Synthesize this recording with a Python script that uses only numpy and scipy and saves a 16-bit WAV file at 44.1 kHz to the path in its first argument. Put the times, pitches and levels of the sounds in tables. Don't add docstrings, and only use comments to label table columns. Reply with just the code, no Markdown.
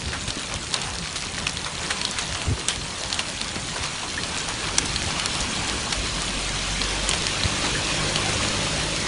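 import sys
import numpy as np
from scipy import signal
from scipy.fft import rfft, irfft, next_fast_len
from scipy.io import wavfile
from scipy.ndimage import uniform_filter1d, map_coordinates

SR = 44100
rng = np.random.default_rng(int(sys.argv[2]) if len(sys.argv) > 2 else 0)


def persist_wave(psi):
    counts = np.round(np.clip(psi, -1, 1) * 32767).astype(np.int16)
    wavfile.write(sys.argv[1], SR, np.atleast_2d(counts).T)


N = 399987

# time_s, level_db, pitch_hz, crack_db (against the tick)
CLOSE_DROPS = [(0.304, -10, 3700, -3), (0.7408, 0, 4160, -13), (0.816, -17, 3040, 4),
               (1.4682, -4, 2880, -22), (1.494, -12, 5300, -14), (1.5703, -10.5, 3870, -20),
               (1.645, -12, 4300, -17), (2.0134, -9, 3900, -20), (2.0506, -4, 4000, -22),
               (2.684, -9.5, 3600, 7), (3.101, -13.5, 4430, -14), (3.127, -7.5, 4270, -22),
               (3.1915, -5.5, 3140, -15), (3.4134, -5.5, 3720, -15), (4.2346, -8.5, 3640, -20),
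               (4.783, 2.5, 5730, -9), (4.9601, -6.5, 3900, -18), (5.1964, -10, 3130, -5),
               (5.258, -9.5, 3990, 2), (5.9274, -10, 2420, -22), (6.8153, -7, 3500, -18),
               (7.0901, -3.5, 6900, -18), (7.111, -6.5, 3170, -18), (7.134, -5, 3360, -22),
               (7.2671, -5, 2840, -4), (7.4345, -4.5, 4040, -22), (8.1583, -4.5, 2939, -8)]
# start_s, level_db, pitch_hz, t60_s
BIG_SPLASHES = [(.13, -13.5, 1450, 0.25), (.276, -12.5, 3300, .17), (.728, -13, 4200, 0.069),
                (.742, -18.5, 1000, 0.36), (1.157, -10.5, 3950, 0.11), (1.66, -12.5, 1300, 0.12),
                (1.904, -3.5, 2200, 0.086), (2.185, -7, 3380, 0.078), (2.683, -7.5, 3160, 0.21),
                (3.192, -11, 3100, 0.11), (3.554, -16.5, 650, .15), (3.759, -12.5, 1100, 0.16),
                (4.03, -15.5, 900, 0.16), (4.481, -17, 1390, 0.37), (4.783, -13, 1500, 0.066),
                (4.856, -8, 4500, 0.043), (5.924, -3, 3550, 0.043), (7.639, -12.5, 900, 0.25),
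                (8.157, -14, 2600, 0.16)]
# centre_s, level_db, half_width_s
RAIN_SHEETS = [(0.83, -1, 0.068), (2.05, 0, 0.25), (3.15, -1.5, 0.094), (3.88, -3, 0.078), (4.45, -8, 0.22),
               (5.2, -1, 0.11)]
# start_s, level_db, pitch_hz
PUDDLE_PLINKS = [(4.176, -17.5, 1770), (7.75, -19, 1710)]
# nearest_s, tyres_db, rumble_db, distance_m
CAR_PASSES = [(5.35, -5.5, -36, 3.65), (8.0, 0, -41.5, 8.5)]
# time_s, firing_hz, boom_db, overtones_db
ENGINE_CURVES = [(5.6, 45.33, -56, -58), (6.4, 45.93, -35.5, -46), (7.1, 48.47, -31.5, -46),
                 (7.3, 48.6, -42, -43.5), (8.1, 50.95, -40, -36.5), (9.07, 51.66, -41, -39.5)]
# firing_multiple, level_db
EXHAUST_OVERTONES = [(2, 1), (3, 0.5), (4, -2), (6, -4.5), (7, -8.5), (11, -14)]
# centre_s, level_db, half_width_s
WIND_PUFFS = [(0.08, -32.5, 0.082), (.285, -28, 0.0059), (0.554, -30.5, 0.014), (1.426, -31, .023),
              (2.478, -22, 0.012), (2.518, -20, 0.014), (2.8, -35.5, 0.059), (7.169, -22.5, 0.0051),
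              (7.457, -24, 0.0093), (8.39, -31, .05)]
# start_s, level_db, pitch_hz
BODY_KNOCKS = [(0.37, -20.5, 314), (3.564, -22.5, 342)]

# frequency_hz, gain_db
WASH_EQ = [(90, -26), (160, 6.5), (220, -3.5), (480, -7.5), (700, -7), (1000, -7.5), (1400, -12),
           (4200, -7), (5500, -13), (7500, -9.5), (10400, -16.5)]
PATTER_EQ = [(300, -12), (1000, -6.5), (2000, -5), (4200, 0.5), (5200, 1.5), (10400, -0.5)]
SLOSH_EQ = [(200, -15), (400, -4), (1000, 0.5), (1800, -5), (3500, -15), (9000, -37)]
SPRAY_EQ = [(700, -27), (1600, -5), (2400, 0), (3300, -0.5), (4400, -2), (6500, -6), (10400, -14)]
ROAR_EQ = [(90, -1), (160, -2), (280, 0.5), (430, -3), (560, -4), (750, -3.5), (1050, -0.5), (1600, -5.5),
           (3000, -32)]
RUMBLE_EQ = [(18, -25), (30, -22), (42, -2), (65, 0), (110, -3.5), (190, -8), (300, -13), (600, -25.5),
             (1500, -71)]
GROWL_EQ = [(110, -25), (160, 6), (220, -17), (350, -1), (450, -7), (550, 2.5), (620, 0), (760, -29)]
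BUFFET_EQ = [(18, -23), (40, -10), (75, 4), (130, -5), (250, -12.5), (500, -19.5), (1500, -52), (4000, -85)]
MIC_PORT_EQ = [(3300, 0), (3650, -1), (4200, 0), (4850, -2.5), (5300, -0.5), (7000, 0.5), (7600, -2),
               (8600, 1)]

TOP_HZ = 10500


def rain():
    wash = amp(-36 + 0.24 * wobble(7)) * rush(WASH_EQ, patchy_db=5)
    fine = grains(count=14000, pitch_hz=3430, spread=0.762, cycles=2.6, accent_db=6.5, size=150)
    clicks = grains(count=400, pitch_hz=4520, spread=0.37, cycles=0.8, accent_db=6, size=100)
    pings = unit(grains(count=90, pitch_hz=4030, spread=0.11, cycles=2.6, accent_db=1, size=400))
    bubbles = grains(count=2500, pitch_hz=3570, spread=0.5, cycles=16, accent_db=0.5, size=700)
    fine, clicks, bubbles = (coloured(layer, PATTER_EQ) for layer in (fine, clicks, bubbles))
    flurry_db = 3.4 * wobble(18) + 1.5 * wobble(70)
    patter = unit(fine * amp(flurry_db))
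    slosh = unit(amp(3 * wobble(14) + 0.8 * flurry_db) * rush(SLOSH_EQ, patchy_db=2.5))
    near = amp(-36.5) * patter + amp(-41.5) * clicks + amp(-45.5) * (pings + bubbles)
    return wash + near + amp(-45) * slosh


def drops():
    out, t = np.zeros(N), np.arange(SR // 25) / SR - 0.003
    impact = np.exp(-((t - 0.0014) / 0.00073) ** 2)
    splat = np.exp(-np.abs(t - 0.003) / 0.0037)
    for time_s, level_db, pitch_hz, crack_db in CLOSE_DROPS:
        noise = rng.standard_normal((2, len(t)))
        surface = [(pitch_hz, 3.5, 1), (4180, 6.8, 0.65), (950, 0.94, -0.33)]
        tick = resonate(noise[0] * (impact + amp(-8) * splat), surface)
        crack = resonate(noise[1] * impact, [(6600, 1.6, 1)])
        hit = tick / np.abs(tick).max() + amp(crack_db) * crack / np.abs(crack).max()
        add(out, time_s + t[0], amp(level_db - 1) * hit)
    return out


def splashes():
    out, t = np.zeros(N), np.arange(SR // 3) / SR
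    attack = 1 - np.exp(-t / 0.00091)
    for start_s, level_db, pitch_hz, t60_s in BIG_SPLASHES:
        droplets = rng.standard_normal(len(t)) * amp(3.8 * rng.standard_normal(len(t)))
        shower = unit(resonate(droplets, [(pitch_hz, 1.7, 1), (1200, 0.59, 0.61)]))
        add(out, start_s, amp(level_db - 11.5 - 60 * t / t60_s) * attack * shower)
    return out


def sheets():
    hiss = amp(-36) * rush(SPRAY_EQ, patchy_db=3)
    slosh = amp(-37.5) * rush(SLOSH_EQ, patchy_db=3.5)
    return swells(RAIN_SHEETS) * (hiss + slosh)


def plinks(t60_s=0.078, rise_per_s=1.0):
    out, t = np.zeros(N), np.arange(SR // 8) / SR
    attack = 1 - np.exp(-t / 0.0012)
    for start_s, level_db, pitch_hz in PUDDLE_PLINKS:
        waver = 0.13 * np.cumsum(rng.standard_normal(len(t)))
        ring = np.sin(2 * np.pi * pitch_hz * (t + rise_per_s * t ** 2 / 2) + waver)
        add(out, start_s, amp(level_db - 60 * t / t60_s) * attack * ring)
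    return out


def traffic(speed_m_per_s=6.02, far_roar_db=-47, far_rumble_db=-39.5):
    t = np.arange(N) / SR
    tyres = bodies = 0
    for nearest_s, tyres_db, rumble_db, distance_m in CAR_PASSES:
        nearness = distance_m / np.hypot(distance_m, speed_m_per_s * (t - nearest_s))
        tyres = np.hypot(tyres, amp(tyres_db) * nearness)
        bodies = np.hypot(bodies, amp(rumble_db) * nearness)
    roar = amp(0.8 * wobble(4.6)) * rush(ROAR_EQ, patchy_db=3)
    spray = amp(0.28 * wobble(17)) * rush(SPRAY_EQ, patchy_db=2.5)
    rumble = amp(1.45 * wobble(11)) * rush(RUMBLE_EQ, patchy_db=3)
    return (np.hypot(amp(-32) * tyres, amp(far_roar_db)) * roar
            + amp(-27.5) * tyres * spray
            + np.hypot(bodies, amp(far_rumble_db)) * rumble)


def engine():
    firing_hz, boom_db, overtones_db = curves(ENGINE_CURVES)
    phase = 2 * np.pi * np.cumsum(firing_hz * (1 + 0.008 * wobble(9))) / SR
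    overtones = np.zeros(N)
    for multiple, level_db in EXHAUST_OVERTONES:
        gain = amp(level_db + 2.5 * wobble(5))
        drift = 2 * np.pi * rng.random() + 0.3 * wobble(14)
        overtones += gain * np.sin(multiple * phase + drift)
    exhaust = np.sqrt(2) * (amp(boom_db) * np.sin(phase) + amp(overtones_db - 2.5) * overtones)
    growl = coloured(rng.standard_normal(N) * (1 + np.cos(phase)), GROWL_EQ)
    return exhaust + amp(overtones_db + 0.9) * growl


def wind():
    return swells(WIND_PUFFS) * coloured(rng.standard_normal(N), BUFFET_EQ)


def knocks(decay_s=0.0021):
    out, t = np.zeros(N), np.arange(SR // 25) / SR
    for start_s, level_db, pitch_hz in BODY_KNOCKS:
        ring = np.sin(2 * np.pi * pitch_hz * t) * np.exp(-t / decay_s)
        add(out, start_s, amp(level_db + 5.5) * ring)
    return out


def grains(count, pitch_hz, spread, cycles, accent_db, size):
    start, softness, phase = rng.random((count, 3)).T[:, :, None]
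    hz = np.clip(pitch_hz * np.exp(spread * rng.standard_normal((count, 1))), 400, 14000)
    age = np.arange(size)
    turns = hz * age / SR
    gain = amp(-accent_db * np.log(softness + 0.05))
    decay = np.exp(-turns / cycles) * (1 - age / size)
    rings = gain * decay * np.sin(2 * np.pi * (turns + phase))
    return np.bincount(((start * N).astype(int) + age).ravel(), rings.ravel(), N)[:N]


def rush(eq, patchy_db):
    spectrum = signal.stft(rng.standard_normal(N), nperseg=1024)[2]
    patches = uniform_filter1d(rng.standard_normal(spectrum.shape), size=4, axis=0)
    patches = unit(uniform_filter1d(patches, size=4, axis=1))
    mottled = signal.istft(spectrum * amp(patchy_db * patches), nperseg=1024)[1]
    return coloured(mottled[:N], eq)


def swells(rows):
    t = np.arange(N) / SR
    return sum(amp(db) * np.exp(-((t - s) / half_width_s) ** 2 / 2) for s, db, half_width_s in rows)


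def wobble(knots_per_s):
    knots = rng.standard_normal(2000)
    return map_coordinates(knots, [np.arange(N) * knots_per_s / SR + 2], mode="wrap")


def curves(rows):
    time_s, *columns = np.transpose(rows)
    return [np.interp(np.arange(N) / SR, time_s, column) for column in columns]


def resonate(x, modes):
    def response(hz):
        bands = (gain * 1j * hz * centre / q / (centre ** 2 - hz ** 2 + 1j * hz * centre / q)
                 for centre, q, gain in modes)
        return sum(bands) * (hz < TOP_HZ)
    return filtered(x, response)


def coloured(x, eq):
    return unit(filtered(x, lambda hz: eq_gain(eq, hz) * (hz < TOP_HZ)))


def eq_gain(eq, hz):
    points_hz, gain_db = np.transpose(eq)
    return amp(np.interp(np.log(hz + 1), np.log(points_hz), gain_db))


def filtered(x, response):
    size = next_fast_len(len(x) + 8192)
    return irfft(rfft(x, size) * response(np.fft.rfftfreq(size, 1 / SR)), size)[:len(x)]


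def add(track, start_s, sound):
    part = track[max(round(start_s * SR), 0):][:len(sound)]
    part += sound[:len(part)]


def amp(db):
    return 10 ** (np.asarray(db) / 20)


def unit(x):
    return x / np.sqrt(np.mean(x ** 2) + 1e-20)


def scene():
    water = rain() + sheets() + drops() + splashes() + plinks()
    return (water + traffic() + engine() + wind() + knocks())[None]


def record(dry, ceiling=0.8):
    heard = filtered(dry[0], lambda hz: eq_gain(MIC_PORT_EQ, hz))
    rounded = heard / (1 + np.abs(heard / ceiling) ** 6) ** (1 / 6)
    return filtered(rounded, lambda hz: 1 / np.sqrt(1 + (hz / TOP_HZ) ** 120))[None]


dry = scene()
out = record(dry)
persist_wave(out)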